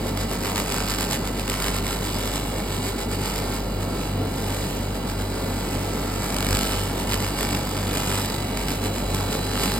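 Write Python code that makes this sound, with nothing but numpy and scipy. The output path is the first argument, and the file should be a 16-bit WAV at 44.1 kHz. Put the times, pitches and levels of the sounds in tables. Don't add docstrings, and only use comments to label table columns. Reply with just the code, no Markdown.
import sys
import numpy as np
from scipy import signal
from scipy.fft import rfft, irfft, next_fast_len
from scipy.io import wavfile
from scipy.ndimage import map_coordinates

SR = 44100
rng = np.random.default_rng(int(sys.argv[2]) if len(sys.argv) > 2 else 0)


def waveform_to_disk(signal):
    frames = np.transpose(np.atleast_2d(signal))
    scaled = np.clip(frames, -1, 1) * 32767
    samples = np.round(scaled).astype(np.int16)
    wavfile.write(sys.argv[1], SR, samples)


N = 431738
T = np.arange(N) / SR
SCAN_HZ = 48.906
USUAL_BURN_DB = -30
# (time [s], level [dB])
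SPECKS = [(.1741, -16.5), (0.448, -17.5), (0.4686, -20), (.558, -17), (0.57, -20), (.5808, -17),
          (.7217, -15), (.7346, -22), (.7439, -18), (0.985, -15), (1.0079, -17), (1.028, -22),
          (1.1113, -17), (1.1208, -18), (1.1316, -17), (1.1522, -23), (1.275, -20), (1.3958, -17),
          (1.4785, -15.5), (1.4982, -13), (1.6021, -16), (1.6233, -15.5), (1.644, -18), (1.6633, -17),
          (1.6825, -14), (1.7648, -18), (1.867, -15.5), (1.9293, -18), (2.356, -21), (3.3595, -16),
          (6.3657, -14.5), (6.4062, -16.5), (6.4263, -18), (6.4465, -21), (6.4671, -15), (6.4875, -16),
          (6.5082, -14), (6.5286, -14.5), (6.5488, -18), (6.5577, -16), (6.5694, -17), (6.5897, -13),
          (6.611, -21), (6.7207, -16), (7.1217, -14), (7.142, -13.5), (7.203, -17.5), (7.224, -20),
          (7.4093, -14), (7.4306, -14.5), (7.5487, -16), (7.5692, -19), (7.9319, -18.5), (7.9523, -19),
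          (7.972, -15.5), (8.0021, -19), (8.0746, -19), (8.0956, -18), (8.1154, -18), (8.1771, -20),
          (8.2474, -17), (8.5728, -14.5), (8.684, -15), (8.7047, -17), (8.8684, -18), (9.1466, -14.5),
          (9.6163, -20), (9.6339, -12), (9.641, -18), (9.6616, -22)]


def undb(db):
    return 10 ** (np.asarray(db) / 20)


def curve(table, at):
    return np.interp(at, *np.transpose(table))


def walk(rate, at=T):
    knots = rng.standard_normal(1024)
    return np.interp(at * rate, np.arange(len(knots)), knots)


def spectrum(points, hz):
    f, db = np.transpose(points)
    return undb(np.interp(np.log(hz + 1), np.log(f), db))


def convolve(x, response):
    return signal.oaconvolve(x, response)[:N]


def colour(x, points, size=4096):
    cepstrum = irfft(np.log(spectrum(points, np.fft.rfftfreq(size, 1 / SR))))
    cepstrum[1:size // 2] *= 2
    cepstrum[size // 2 + 1:] = 0
    return convolve(x, irfft(np.exp(rfft(cepstrum))))


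def cut(x, hz, kind, order=2):
    return signal.sosfilt(signal.butter(order, hz, kind, fs=SR, output="sos"), x)


def flash_train(times, sizes, width_s, front_share=.22):
    index = (times[:, None] * SR).astype(int) + np.arange(-180, 260)
    since = index / SR - times[:, None] + width_s / 2
    slope = 2 * width_s * np.where(since < 0, front_share, 1 - front_share)
    bells = sizes[:, None] * np.exp(-(since / (2 * slope)) ** 2)
    inside = (index >= 0) & (index < N)
    return np.bincount(index[inside], bells[inside], N)


def snap_train(times, sizes):
    index = (times[:, None] * SR).astype(int) + np.arange(-7, 9)
    since = index - times[:, None] * SR
    clicks = sizes[:, None] * np.sinc(since) * np.sinc(since / 8)
    inside = (index >= 0) & (index < N)
    return np.bincount(index[inside], clicks[inside], N)


def workshop(x, room_db=-11, fade_s=0.079):
    t = T[:SR // 2]
    tail = rng.standard_normal(len(t)) * undb(-60 * t / fade_s) * (t > .002)
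    return convolve(x, undb(room_db) * tail / np.linalg.norm(tail))


def microphones(direct, diffuse, apart_hz=900):
    # (frequency [Hz], phase [rad])
    lead = [(100, 0), (300, -.25), (500, -.9), (800, -.9), (1150, -.6), (1350, -.35), (1800, 0), (2300, .9),
            (2650, 2.1), (3200, 2.1), (3700, 1.4), (4200, 1.1), (4500, 1.7), (4900, .7), (5800, 3.14),
            (16000, 17.5)]
    # (frequency [Hz], gain [dB])
    balance = [(400, 0), (740, .5), (860, -2), (1030, -.3), (1200, -2), (1550, 0), (1850, 0), (2450, -5.5),
               (2900, -7.5), (3400, -3), (4400, -4.5), (5400, 0)]
    padded = next_fast_len(N)
    hz = np.fft.rfftfreq(padded, 1 / SR)
    sides = np.array([[1], [-1]])
    common, apart = rfft(diffuse, padded)
    unlike = .5 / (1 + (apart_hz / (hz + 1)) ** 2)
    room = np.sqrt(1 - unlike) * common + sides * np.sqrt(unlike) * apart
    facing = np.sqrt(spectrum(balance, hz)) ** sides * np.exp(.5j * sides * curve(lead, hz))
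    return irfft((rfft(direct, padded) + room) * facing, padded)[:, :N]


def fans(flutter_db=1.5):
    # (frequency [Hz], level [dB])
    tone = [(20, -100), (32, -72), (46, -59.5), (70, -62), (125, -57.5), (190, -56.5), (245, -53.5),
            (330, -60), (480, -60), (900, -66), (2000, -80.5), (4500, -86), (7000, -104), (16000, -85)]
    return colour(rng.standard_normal(N) * np.sqrt(SR / 2), tone) * undb(flutter_db * walk(9))


def hum(harmonics, hz, wander=0.0036, waver_db=1.4, in_step_s=5.5):
    tones = sum(undb(db) * np.cos(2 * np.pi * k * hz * (T - in_step_s) + wander * k * hz * walk(3))
                for k, db in harmonics)
    return np.sqrt(2) * tones * undb(waver_db * walk(9.6))


def machines():
    # (multiple, level [dB])
    chiller_tones = [(1, -32), (2, -46), (3, -53)]
    mains_tones = [(2, -37.5), (4, -46), (6, -49), (8, -47)]
    blade_tones = [(2, -44), (3, -51)]
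    pump_tones = [(2, -34.5), (3, -42), (4, -47), (5, -47), (6, -47), (7, -51), (9, -51), (11, -51),
                  (14, -53), (17, -55), (18, -53), (19, -58)]
    # (time [s], gain [dB])
    chiller_swell = [(0, 0), (.8, -2), (1.6, 1.5), (2.6, -0.5), (3.4, -1), (4.4, -0.5), (5.6, -1.5),
                     (6.3, -2), (7, 0), (7.6, -1.5), (8.4, -2.5), (9.3, 1.5), (9.8, -1)]
    pump_swell = [(0, 5.5), (.8, -26), (1.5, -11), (2.7, -9), (4.3, 0.5), (5.5, -2), (6.5, -0.5), (7.6, 1),
                  (8.3, -2), (8.7, -2), (9.2, 0.5), (9.8, -10)]
    chiller = undb(curve(chiller_swell, T)) * hum(chiller_tones, hz=48.1, waver_db=1.5)
    mains = hum(mains_tones, hz=50)
    blades = hum(blade_tones, hz=92.35)
    pump = undb(curve(pump_swell, T)) * hum(pump_tones, hz=48.5)
    return chiller + mains + blades + pump


def scan_tones(table, waver_db=2.5):
    return sum(undb(db + waver_db * walk(12)) * np.sin(2 * np.pi * k * SCAN_HZ * T + walk(2))
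               for k, db in table)


def mirror(whine_hz=82 * SCAN_HZ):
    # (time [s], level [dB])
    whine_level = [(0, -56.5), (2, -54.5), (3.4, -52.5), (4.5, -52), (6, -53), (6.6, -51.5), (7.7, -52),
                   (8.2, -49.5), (8.8, -48.5), (9.1, -45), (9.6, -43), (9.8, -43.5)]
    drive_level = [(0, 0.5), (6, -5), (6.5, 5.5), (7.2, -4), (8.4, -.5), (9.7, 0)]
    # (multiple of the scan rate, level [dB])
    overtones = [(27, -54), (28, -54), (41, -57), (46, -55), (47, -58), (56, -58), (58, -56.5), (60, -57),
                 (73, -60), (90, -61), (96, -57), (97, -56)]
    drive_tones = [(7, -51), (8, -49), (9, -48), (11, -51), (15, -50), (17, -51), (19, -51)]
    whine = undb(curve(whine_level, T) + 1.5 * walk(9))
    whine *= np.sin(2 * np.pi * whine_hz * T + .18 * walk(40))
    faint = scan_tones(overtones)
    drive = undb(curve(drive_level, T)) * scan_tones(drive_tones)
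    return np.sqrt(2) * (whine + faint + drive)


def smoke():
    # (time [s], level [dB])
    level = [(0, -38.5), (1, -39.5), (1.9, -39), (2.8, -60), (8.9, -56), (9.6, -35), (9.8, -34)]
    # (frequency [Hz], level [dB])
    tone = [(20, -29), (110, -20.5), (175, 0.5), (215, -3.5), (300, -14.5), (1000, -38), (16000, -80)]
    roar = colour(rng.standard_normal(N), tone)
    return undb(curve(level, T)) * roar / roar.std()


def flames(width_ms=1.65):
    # (time [s], half length [s], level [dB])
    flares = [(6.483, 0.1, -27), (6.533, 0.02, -22.5), (7.12, 0.0096, -33)]
    # (time into the round [ms], level [dB])
    thumps = [(6.9, -3), (17.3, -7.5)]
    # (frequency [Hz], level [dB])
    tone = [(60, -6), (150, -4), (320, 2), (480, 5), (700, -8), (2000, -21)]
    round_ms = (T * SCAN_HZ % 1) / SCAN_HZ * 1000
    thump = sum(undb(db) * np.exp(-.5 * ((round_ms - at) / width_ms) ** 2) for at, db in thumps)
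    swell = sum(undb(db) * np.exp(-np.minimum(.5 * ((T - at) / length) ** 2, 20))
                for at, length, db in flares) / thump.std()
    rasp = colour(swell * thump * rng.standard_normal(N), tone)
    return swell * (thump.mean() - thump) + rasp


def puffs(flashes, level_db=0.5, limit=0.29):
    # (frequency [Hz], level [dB])
    tone = [(40, -21), (100, -5), (200, -5), (440, -3.5), (680, -6.5), (900, -0.5), (1150, 0.5),
            (1400, 2.5), (2200, 1.5), (6000, -39)]
    # (time [s], gain [dB])
    strength = [(0, -3.5), (1, -5.5), (1.8, -5), (2.6, 1.5), (3.7, 1.5), (5.7, 3.5), (6.25, -4.5),
                (6.5, -5), (6.8, -3), (7.3, 2), (8.1, 3), (8.7, 1.5), (9.8, 4)]
    times, db = np.transpose(SPECKS)
    speck_flashes = flash_train(times, undb(db), width_s=.00035)
    vapour = limit * np.tanh(np.maximum(flashes, speck_flashes) / limit)
    return -undb(level_db + curve(strength, T)) * colour(vapour, tone)


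def specks(boost_db=15.3, fragments=5, fragment_db=-7, within_s=.0024):
    # (speck level [dB], fragment gain [dB])
    shedding = [(-18.5, -2), (-17, 1.5), (-13, 3.5)]
    times, db = np.transpose(SPECKS)
    lag, weight = rng.uniform(.1, 1, (len(times), 2, fragments)).transpose(1, 2, 0)
    size = undb(db + boost_db)
    shed = size * undb(fragment_db + curve(shedding, db)) * np.sqrt(weight)
    return snap_train(times, size) + snap_train((times + within_s * lag).ravel(), shed.ravel())


def burning():
    # (time [s], level [dB])
    steady = [(0.0, -39), (0.55, -39), (1.1, -34.5), (1.35, -38.5), (1.58, -44), (2.15, -32), (2.5, -35),
              (3.07, -41.5), (3.4, -33.5), (3.65, -39.5), (4.2, -40.5), (4.55, -32), (5.0, -40.5),
              (5.55, -35), (6.15, -34.5), (6.55, -27), (6.75, -29), (6.95, -35.5), (7.35, -34.5),
              (7.75, -33), (8.05, -32), (8.45, -35.5), (8.8, -39), (9.08, -37), (9.5, -33), (9.65, -27),
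              (9.79, -32)]
    # (time [s], half length [s], level [dB])
    spurts = [(0.078, 0.022, -33), (0.21, 0.029, -32), (0.33, 0.029, -31.5), (0.472, 0.052, -30.5),
              (0.593, 0.031, -27), (0.75, 0.076, -28.5), (0.91, 0.041, -28.5), (1.02, 0.026, -27),
              (1.131, 0.029, -26.5), (1.27, 0.021, -34), (1.397, 0.03, -33.5), (1.535, 0.057, -30.5),
              (1.656, 0.053, -28), (1.763, 0.028, -30), (1.903, 0.052, -30), (2.063, 0.032, -33),
              (2.261, 0.03, -34.5), (2.356, 0.028, -31), (2.584, 0.017, -35.5), (2.73, 0.041, -33),
              (2.868, 0.049, -31.5), (3.01, 0.029, -31.5), (3.129, 0.024, -31.5), (3.268, 0.058, -31.5),
              (3.37, 0.019, -33.5), (3.549, 0.034, -33.5), (3.826, 0.021, -37), (4.017, 0.084, -36.5),
              (4.38, 0.018, -35), (4.959, 0.016, -36), (5.097, 0.024, -34.5), (5.207, 0.018, -35.5),
              (5.354, 0.018, -38.5), (5.734, 0.022, -36.5), (6.24, 0.021, -35), (6.998, 0.024, -32.5),
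              (7.121, 0.037, -29), (7.245, 0.039, -31.5), (7.416, 0.041, -30), (7.538, 0.037, -31.5),
              (7.957, 0.043, -30.5), (8.147, 0.089, -29), (8.34, 0.019, -35), (8.61, 0.037, -34.5),
              (8.724, 0.041, -32), (8.849, 0.026, -30.5), (8.969, 0.034, -33.5), (9.172, 0.085, -34),
              (9.332, 0.021, -29.5), (9.625, 0.05, -33)]
    power = undb(curve(steady, T)) ** 2
    for at, length, db in spurts:
        near = slice(max(int((at - 4 * length) * SR), 0), int((at + 4 * length) * SR))
        power[near] += undb(db) ** 2 * np.exp(-((T[near] - at) / length) ** 2)
    return 10 * np.log10(power)


def streak_db(spot_ms, at):
    # (start [s], end [s], time into the round [ms], gain [dB])
    streaks = [(0, .3, 10.5, 7), (.3, 2.5, 18.9, 3), (.5, 2.6, 7.1, 4), (6.33, 6.6, 5.9, 9),
               (6.33, 6.6, 7.9, 6), (7.05, 7.16, 18.9, 7), (7.5, 7.72, 3.5, 8), (7.7, 8.3, 18.9, 6),
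               (8.3, 8.45, .8, 8)]
    return sum(db * ((at >= start) & (at < end))
               for start, end, ms, db in streaks if abs(ms - spot_ms) < .5)


def film(memory_s=.35):
    round_samples = round(SR / SCAN_HZ)
    kept = np.exp(-1 / (memory_s * SCAN_HZ))
    fresh = rng.standard_normal((int(T[-1] * SCAN_HZ) + 2, round_samples))
    fresh[1:] *= np.sqrt(1 - kept ** 2)
    grain = signal.lfilter([1], [1, -kept], fresh, axis=0).ravel()
    return map_coordinates(grain, [T * SCAN_HZ * round_samples], order=3)


def ringing(spits, wander_db=1.5):
    # (frequency [Hz], time to fall 60 dB [s], relative level [dB])
    notes = [(7900, .007, -22), (4850, .011, -20), (4050, .02, -26), (2860, .014, -19), (2270, .02, -29),
             (2020, .02, -29)]
    t = T[:SR // 8]
    rings = (undb(db) * np.cos(2 * np.pi * hz * t) * undb(-60 * t / fade) / 10 for hz, fade, db in notes)
    return sum(convolve(spits, ring) * undb(wander_db * walk(1.93)) for ring in rings)


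def scattered(flashes, burn_db, level_db=-6.5, above_hz=2200):
    return undb(level_db) * cut(crackle(flashes, burn_db), above_hz, "high", order=4)


def crackle(flashes, burn_db, snaps=0, repeat_share=0.57, blur_hz=9000):
    # (burn above usual [dB], gain [dB])
    sizzle_gain = [(-9, -2.5), (-3, -5), (2, -7)]
    # (frequency [Hz], level [dB])
    tone = [(200, -6.5), (800, 2.5), (1120, 3.5), (1380, 5), (1700, 0.5), (2400, 0), (2850, -1),
            (3400, -0.8), (4400, -2), (4750, 0), (5050, -2.4), (5600, -2.5), (6000, -8.5), (6700, -2.5),
            (8300, -1.8), (9300, -2), (10400, -8), (12500, -4.5), (16000, -15.5)]
    grain = cut(film(), blur_hz, "low") + cut(rng.standard_normal(N), blur_hz, "high")
    grain = np.sqrt(repeat_share) * grain + np.sqrt(1 - repeat_share) * rng.standard_normal(N)
    sizzle = undb(burn_db + curve(sizzle_gain, burn_db - USUAL_BURN_DB))
    spits = colour(grain * (flashes + sizzle) + snaps, tone)
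    return spits + ringing(spits)


def beam(burn_db, spots_db=3, patchy_db=0.5, drift_ms=.05, jitter_ms=.012):
    # (time into the round [ms], half width [ms], relative level [dB], gain per burn [dB/dB])
    spots = [(.82, 0.56, -12.5, -0.5), (3.52, 0.3, -9, -0.05), (5.87, 0.29, -8, -0.4),
             (7.12, 0.12, -10.5, 0.5), (7.95, 0.29, -8, 0.2), (10.47, 0.27, -11, 0),
             (14.56, 0.37, -9.5, -0.1), (16.55, 0.26, -13, 0.2), (18.95, 0.36, -9, -0.44)]
    # (burn above usual [dB], share of energy [0-1])
    snap_share = [(-9, .12), (-3, .36), (2, .58)]
    rounds = np.arange(int(T[-1] * SCAN_HZ) + 1) / SCAN_HZ
    fiercer_db = np.interp(rounds, T, burn_db) - USUAL_BURN_DB
    shares = np.array([undb(db + growth * fiercer_db + streak_db(ms, rounds) + patchy_db * walk(6, rounds))
                       for ms, _, db, growth in spots])
    shares /= np.linalg.norm(shares, axis=0)
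    shares *= undb(.35 * np.minimum(fiercer_db, 0))
    uneven_db = np.maximum(2.2 + .25 * fiercer_db, 1)
    sharp = curve(snap_share, fiercer_db)
    flashes = snaps = 0
    for (ms, width_ms, _, _), share in zip(spots, shares):
        when = rounds + (ms + drift_ms * walk(3, rounds) + jitter_ms * rng.standard_normal(len(rounds))) / 1000
        luck_db = uneven_db * rng.standard_normal(len(rounds))
        size = share * undb(spots_db + np.interp(when, T, burn_db) + luck_db)
        width_s = width_ms / 1000
        height = size * np.sqrt((1 - sharp) / (width_s * SCAN_HZ * np.sqrt(2 * np.pi)))
        flashes += flash_train(when, height, width_s)
        no_speck = np.abs(when[:, None] - np.array(SPECKS)[:, 0]).min(axis=1) > .001
        snaps += snap_train(when, no_speck * size * np.sqrt(sharp * SR / SCAN_HZ))
    return flashes, snaps


def scene(crackle_db=-2.0, fan_db=-3, snap_above_hz=900):
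    burn_db = burning()
    flashes, snaps = beam(burn_db)
    snaps = cut(snaps + specks(), snap_above_hz, "high")
    laser = undb(crackle_db) * crackle(flashes, burn_db, snaps) + puffs(flashes)
    hums = machines()
    diffuse = [workshop(laser) + undb(crackle_db) * scattered(flashes, burn_db) + undb(fan_db) * fans()
               for _ in range(2)]
    direct = laser + flames() + smoke() + mirror() + hums + undb(fan_db) * fans()
    return microphones(direct, np.array(diffuse))


def record(dry, top_hz=15950):
    dry = cut(dry, 26, "high", order=4)
    return signal.sosfilt(signal.ellip(10, .2, 80, top_hz, fs=SR, output="sos"), dry)


dry = scene()
out = record(dry)
waveform_to_disk(out)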